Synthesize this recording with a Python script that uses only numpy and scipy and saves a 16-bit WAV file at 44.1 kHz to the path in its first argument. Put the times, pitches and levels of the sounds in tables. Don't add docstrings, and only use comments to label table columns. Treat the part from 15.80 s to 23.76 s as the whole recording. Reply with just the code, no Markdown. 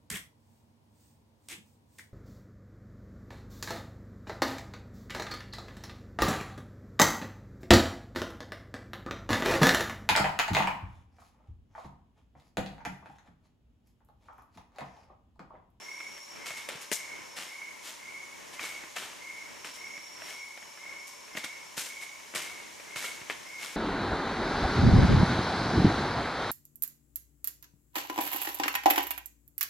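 import sys
import numpy as np
from scipy import signal
from scipy.fft import rfft, irfft, next_fast_len
from scipy.io import wavfile
from scipy.ndimage import map_coordinates

SR = 44100
rng = np.random.default_rng(int(sys.argv[2]) if len(sys.argv) > 2 else 0)


def transcribe(signal):
    frames = np.atleast_2d(signal).T
    limited = np.clip(frames, -1, 1)
    pcm = np.round(limited * 32767).astype(np.int16)
    wavfile.write(sys.argv[1], SR, pcm)


N = 351036

# freq_hz, left_right_likeness
FAR_LIKENESS = [(40, -0.47), (150, -0.67), (400, -0.28), (900, -0.016), (2000, 0.43), (5000, 0.6),
                (9000, 0.64), (14000, 1)]
# freq_hz, left_right_likeness
NEAR_LIKENESS = [(100, 0.18), (500, 1), (2000, 0.93), (6000, 0.7), (13000, 1)]
# freq_hz, t60_s
TRUNK_DECAY = [(150, 0.17), (2000, 0.76), (6000, 1), (14000, 0.24)]
# freq_hz, gain_db
CANOPY_EQ = [(25, -17), (60, -8), (150, -3.5), (340, 0), (500, -1.5), (800, -3.5), (1400, -3.5),
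             (1900, 0.5), (2600, -0.5), (4200, -4), (6500, -1.5), (8500, -6.5), (11500, -11.5),
             (15200, -20)]
# time_s, gain_db
CANOPY_STIR = [(0, -1), (1.4, -1), (3.4, 0.5), (4.2, 0), (5.2, -1), (6.5, 1), (7.96, 2)]
# pitch_hz, width_hz, level_db
CHORUS_BANDS = [(580, 33, -66), (992, 232, -57.5), (2250, 120, -60), (2975, 120, -69), (5120, 7.3, -70),
                (5700, 87, -70.5), (6270, 38, -65), (6590, 250, -72.5), (6686, 22, -67), (7020, 32, -71.5),
                (7000, 15, -81), (7170, 15, -72.5), (7330, 60, -70.5), (10100, 110, -82),
                (10900, 150, -74.5)]
# start_s, end_s, pitch_hz, level_db
CRICKET_BOUTS = [(-.5, 1.78, 5370, -59), (-.3, .58, 5590, -53), (3.45, 5.95, 5440, -58.5),
                 (3.7, 4.66, 5570, -53), (7.45, 10, 5460, -58), (7.65, 7.6, 5590, -53)]
# freq_hz, gain_db
LEAF_EQ = [(40, -37), (120, -17.5), (330, -11), (800, -8.5), (1800, -4), (3000, -3.5), (4500, -8),
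           (7800, -8.5), (10000, -13.5), (12500, -16.5), (15200, -26)]
# start_s, level_db, rise_s, t60_s, crispness_db
LEAF_CRUNCHES = [(.652, -39.5, 0.01, 0.55, 0.5), (.76, -42, .015, .35, -1), (.887, -41.5, 0.0095, 0.62, -7),
                 (1.005, -43, 0.017, 0.16, 5), (1.119, -28.5, .0096, 0.19, 11),
                 (1.558, -38.5, 0.016, 0.58, -1.5), (2.01, -41.5, 0.076, 0.31, 2),
                 (2.725, -44.5, .009, .24, -3), (2.793, -38.5, 0.02, 0.78, -3), (2.829, -43, .022, .42, 6),
                 (3.155, -36.5, 0.0087, 0.5, -2.5), (3.215, -42.5, 0.012, 0.47, -6.5),
                 (3.846, -40.5, 0.0051, 0.32, -3), (3.93, -47.5, .019, 0.23, 8),
                 (4.36, -44.5, 0.15, 0.41, -1), (5.267, -46.5, 0.006, 0.29, 10),
                 (5.561, -37.5, 0.009, 0.24, -2), (5.637, -35.5, 0.0058, 0.15, -2.5),
                 (5.964, -32.5, 0.015, .48, 5.5), (6.205, -43, 0.019, 0.25, 1.5),
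                 (6.551, -33, 0.0053, 0.53, 1), (7.157, -36.5, .004, 0.61, 1.5),
                 (7.21, -36.5, 0.037, 0.39, 1), (7.501, -36.5, 0.0027, 0.18, -8),
                 (7.78, -40, 0.048, 0.74, -1.5)]
# freq_hz, gain_db
CRACK_EQ = [(100, -23), (330, -13), (620, 2), (800, -8), (1150, -2), (2000, 3.5), (2700, 0.5),
            (4300, -12.5), (7000, -13), (10000, -15), (15500, -30)]
# pitch_ratio, gain_db, t60_s
THUD_MODES = [(1, 0.5, 0.025), (1.37, -10.5, .035), (.71, -17.5, 0.042), (2.1, -7, 0.019)]
# start_s, level_db, thud_db, treble_db, thud_pitch_hz
TWIG_KNOCKS = [(.203, -38.5, -8, -8, 405), (.378, -44, -12, 2, 496), (.706, -37.5, -9, -8, 159),
               (.888, -31.5, 0.5, 7, 535), (0.952, -48, 7, -15, 160), (1.1159, -28, 4.5, 7, 430),
               (2.794, -34.5, -13, -11, 500), (3.037, -42, -0.5, -5, 333), (3.167, -34.5, 2, -18, 690),
               (3.846, -37.5, -7, 0, 408), (4.177, -44.5, -1.5, -8, 301), (4.42, -40.5, 0, -16, 660),
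               (4.775, -43, -21, -7, 500), (4.974, -45.5, -15, -10, 495), (5.132, -47.5, -11, -4, 400),
               (5.551, -37.5, 3, -12, 310), (5.574, -33.5, -5, -6, 203), (5.644, -36.5, -2.5, 2, 310),
               (5.976, -38, -0.5, -12, 180), (6.538, -37, -4, -11, 320), (6.5494, -28.5, -10, 6, 320),
               (6.998, -45, 0, -12, 507), (7.159, -34, -9, -18, 140), (7.243, -34, -8, -6, 546),
               (7.414, -43, 0, -12, 123), (7.499, -30.5, -4, -11, 610)]
# fraction_of_chirp, gain_db
TRILL_ENVELOPE = [(0, 1), (.2, 0.5), (.45, 0.5), (.75, -0.5), (1, -9.5)]
# start_s, level_db
CHIRP_CUES = [(.025, -45.5), (.585, -45.5), (1.10, -45.5), (1.66, -45.5), (2.19, -46.5), (2.75, -44.5),
              (3.38, -45), (3.95, -46.5), (4.448, -46), (4.975, -45.5), (5.51, -46.5), (6.04, -46),
              (6.555, -47), (7.07, -45), (7.635, -46)]


def amp(db):
    return 10 ** (np.asarray(db) / 20)


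def unit(x):
    return x / np.sqrt(np.mean(x ** 2) + 1e-20)


def along(points, hz):
    freqs, values = np.transpose(points)
    return np.interp(np.log(hz + 1), np.log(freqs + 1), values)


def wobble(rate_hz, n=N):
    knots = rng.standard_normal(int(n * rate_hz / SR) + 4)
    return map_coordinates(knots, [np.arange(n) * rate_hz / SR])


def filtered(x, response):
    n = x.shape[-1]
    padded = next_fast_len(n + 4096)
    return irfft(rfft(x, padded) * response(np.fft.rfftfreq(padded, 1 / SR)), padded)[..., :n]


def above(hz, edge_hz):
    return hz ** 4 / (hz ** 4 + edge_hz ** 4)


def stereo_noise(eq_db, likeness, n=N, grain=1):
    def response(hz):
        width = np.arccos(np.clip(along(likeness, hz), -1, 1)) / 2
        return amp(eq_db(hz)) * np.array([np.cos(width), np.sin(width)])
    mid, side = filtered(grain * rng.standard_normal((2, n)), response)
    return unit(np.array([mid + side, mid - side]))


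def pan(left_db):
    return amp([[left_db / 2], [-left_db / 2]])


def placed(start_s, sound):
    return sound * pan(left_db=5.5 if 1.1 < start_s < 1.2 else 1.1)


def add(track, start_s, sound):
    part = track[..., max(round(start_s * SR), 0):][..., :sound.shape[-1]]
    part += sound[..., :part.shape[-1]]


def trunk_echoes(x, likeness, build_s):
    noise = stereo_noise(np.zeros_like, likeness, SR * 3 // 4)
    hz, t, spectrum = signal.stft(noise, SR, nperseg=256)
    decay = amp(-60 * t / along(TRUNK_DECAY, hz)[:, None])
    build = 1 - np.exp(-t / build_s)
    _, tail = signal.istft(spectrum * decay * build, SR, nperseg=256)
    return signal.fftconvolve(np.atleast_2d(x), tail / np.linalg.norm(tail[0]), axes=1)


def canopy(split_hz=2000, level_db=-53):
    murmur_eq = lambda hz: along(CANOPY_EQ, hz) + 10 * np.log10(1 - above(hz, split_hz))
    hiss_eq = lambda hz: along(CANOPY_EQ, hz) + 10 * np.log10(above(hz, split_hz) + 1e-12)
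    murmur = stereo_noise(murmur_eq, FAR_LIKENESS)
    hiss = stereo_noise(hiss_eq, FAR_LIKENESS)
    murmur *= amp(2.17 * wobble(rate_hz=9))
    hiss *= amp(0.11 * wobble(rate_hz=4))
    stir_db = np.interp(np.arange(N) / SR, *np.transpose(CANOPY_STIR))
    return amp(level_db + stir_db) * (murmur + hiss) * pan(left_db=0.6)


def far_chorus():
    def eq_db(hz):
        power = sum(amp(db) ** 2 / width_hz * np.exp(-np.pi * ((hz - pitch_hz) / width_hz) ** 2)
                    for pitch_hz, width_hz, db in CHORUS_BANDS)
        return 10 * np.log10(power + 1e-20)
    level = np.linalg.norm([amp(db) for _, _, db in CHORUS_BANDS])
    return level * stereo_noise(eq_db, FAR_LIKENESS)


def cricket_note(pitch_hz, width_hz=90):
    peak_db = lambda hz: -20 * np.log10(1 + ((hz - pitch_hz) / width_hz * 1.76) ** 2)
    return stereo_noise(peak_db, FAR_LIKENESS)


def crickets(rise_s=0.21, fall_s=0.081, steady_db=-64):
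    t = np.arange(N) / SR
    bouts = np.zeros((2, N))
    for start_s, end_s, pitch_hz, level_db in CRICKET_BOUTS:
        fade_in = np.clip((t - start_s) / rise_s, 0, 1)
        fade_out = np.clip((end_s - t) / fall_s + 0.5, 0, 1)
        bouts += amp(level_db) * fade_in * fade_out * cricket_note(pitch_hz)
    return bouts + amp(steady_db) * cricket_note(pitch_hz=5590)


def leaf_tone(hz, crisp_db, bass_hz=700, treble_hz=5000, rasp_hz=6200, rasp_width_hz=1300):
    bass_db = (1 - 0.62 * crisp_db) * (1 - above(hz, bass_hz))
    treble_db = crisp_db * above(hz, treble_hz)
    rasp_db = 0.21 * crisp_db * np.exp(-((hz - rasp_hz) / rasp_width_hz) ** 2)
    return along(LEAF_EQ, hz) + bass_db + treble_db + rasp_db


def leaf_crunches(grain_db=4, grain_hz=2500, flutter_db=0.1, flutter_hz=131.6, settle_db=-16.5):
    out = np.zeros((2, N))
    t = np.arange(SR) / SR
    for start_s, level_db, rise_s, t60_s, crisp_db in LEAF_CRUNCHES:
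        grain = amp(grain_db * wobble(grain_hz, len(t)) + flutter_db * wobble(flutter_hz, len(t)))
        cracks = stereo_noise(lambda hz: leaf_tone(hz, crisp_db), NEAR_LIKENESS, len(t), grain)
        decay_db = -60 * np.maximum(t - rise_s, 0) / t60_s
        settling = amp(settle_db + decay_db / 2.4)
        envelope = np.minimum(t / rise_s, 1) * np.hypot(amp(decay_db), settling)
        add(out, start_s, placed(start_s, amp(level_db) * envelope * cracks))
    return out


def wood_knock(thud_db, treble_db, thud_hz, crack_t60_s=0.038, thud_attack_s=0.0005):
    t = np.arange(SR // 8) / SR
    crack_eq = lambda hz: along(CRACK_EQ, hz) + treble_db * above(hz, edge_hz=4000)
    crack = stereo_noise(crack_eq, NEAR_LIKENESS, len(t)) * amp(2.5 - 60 * t / crack_t60_s)
    thud = np.zeros_like(crack)
    for ratio, mode_db, t60_s in THUD_MODES:
        channel_db = mode_db + rng.normal(0, 0.77, (2, 1))
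        thud += amp(channel_db - 60 * t / t60_s) * np.sin(2 * np.pi * ratio * thud_hz * t)
    thud *= amp(thud_db) * (1 - np.exp(-t / thud_attack_s))
    low_cut = signal.butter(4, 70 + 0.2 * thud_hz, "highpass", fs=SR, output="sos")
    return signal.sosfilt(low_cut, crack + thud)


def twigs(hard_db=-31.5, rebound_s=0.0085, rebound_db=-3, light_thud_db=-9.5, tick_count=30, tick_db=-50):
    out = np.zeros((2, N))
    for start_s, level_db, thud_db, treble_db, thud_hz in TWIG_KNOCKS:
        hit = amp(level_db) * wood_knock(thud_db, treble_db, thud_hz)
        add(out, start_s, placed(start_s, hit))
        if level_db > hard_db:
            rebound = amp(level_db + rebound_db) * wood_knock(light_thud_db, treble_db, thud_hz / 2)
            add(out, start_s + rebound_s, placed(start_s, rebound))
    for start_s, scatter_db, thud_hz in rng.uniform([0, -4, 200], [N / SR, 4, 700], (tick_count, 3)):
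        tick = wood_knock(light_thud_db, treble_db=-11, thud_hz=thud_hz)
        add(out, start_s, amp(tick_db + scatter_db) * tick)
    return out


def chirp(length_s=0.28, low_hz=2085, sweep_hz=215, pulse_hz=33, duty=0.8, lead_s=0.02535, lead_db=-10):
    n = int(length_s * SR)
    t = np.arange(n) / SR
    beats = (t - lead_s) * pulse_hz
    beat_phase = (beats + 0.069 * wobble(12.2, n)) % 1
    stroke = np.minimum(beat_phase / duty, 1)
    trill_mix = np.clip(beats, 0, 1)
    climb_hz = sweep_hz * (1 + 0.1 * wobble(25.12, n))
    pitch_hz = low_hz + climb_hz * trill_mix * stroke + 6 * wobble(60, n)
    tone = np.sin(2 * np.pi * np.cumsum(pitch_hz) / SR)
    trill_db = np.interp(t / length_s, *np.transpose(TRILL_ENVELOPE)) + wobble(32, n)
    pulses = np.sqrt(np.abs(np.sin(np.pi * stroke))) * amp(trill_db)
    envelope = trill_mix * pulses + (1 - trill_mix) * amp(lead_db)
    return unit(envelope * signal.windows.tukey(n, 0.08) * tone)


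def calling_animal(wet_to_dry_db=-0.5):
    out = np.zeros((2, N))
    for start_s, level_db in CHIRP_CUES:
        call = amp(level_db) * chirp()
        blurred = amp(wet_to_dry_db) * trunk_echoes(call, likeness=[(2000, 0.78)], build_s=0.0072)
        add(blurred, 0, call)
        blurred *= np.linalg.norm(call) / np.linalg.norm(blurred[0])
        add(out, start_s, blurred)
    return out * pan(left_db=-0.8)


def scene(send_db=-11):
    near = leaf_crunches() + twigs()
    reverb = amp(send_db) * trunk_echoes(near.mean(0), FAR_LIKENESS, build_s=0.0014)[:, :N]
    return near + reverb + calling_animal() + far_chorus() + crickets() + canopy()


def record(dry, top_hz=15400):
    return filtered(dry, lambda hz: hz < top_hz)


dry = scene()
out = record(dry)
transcribe(out)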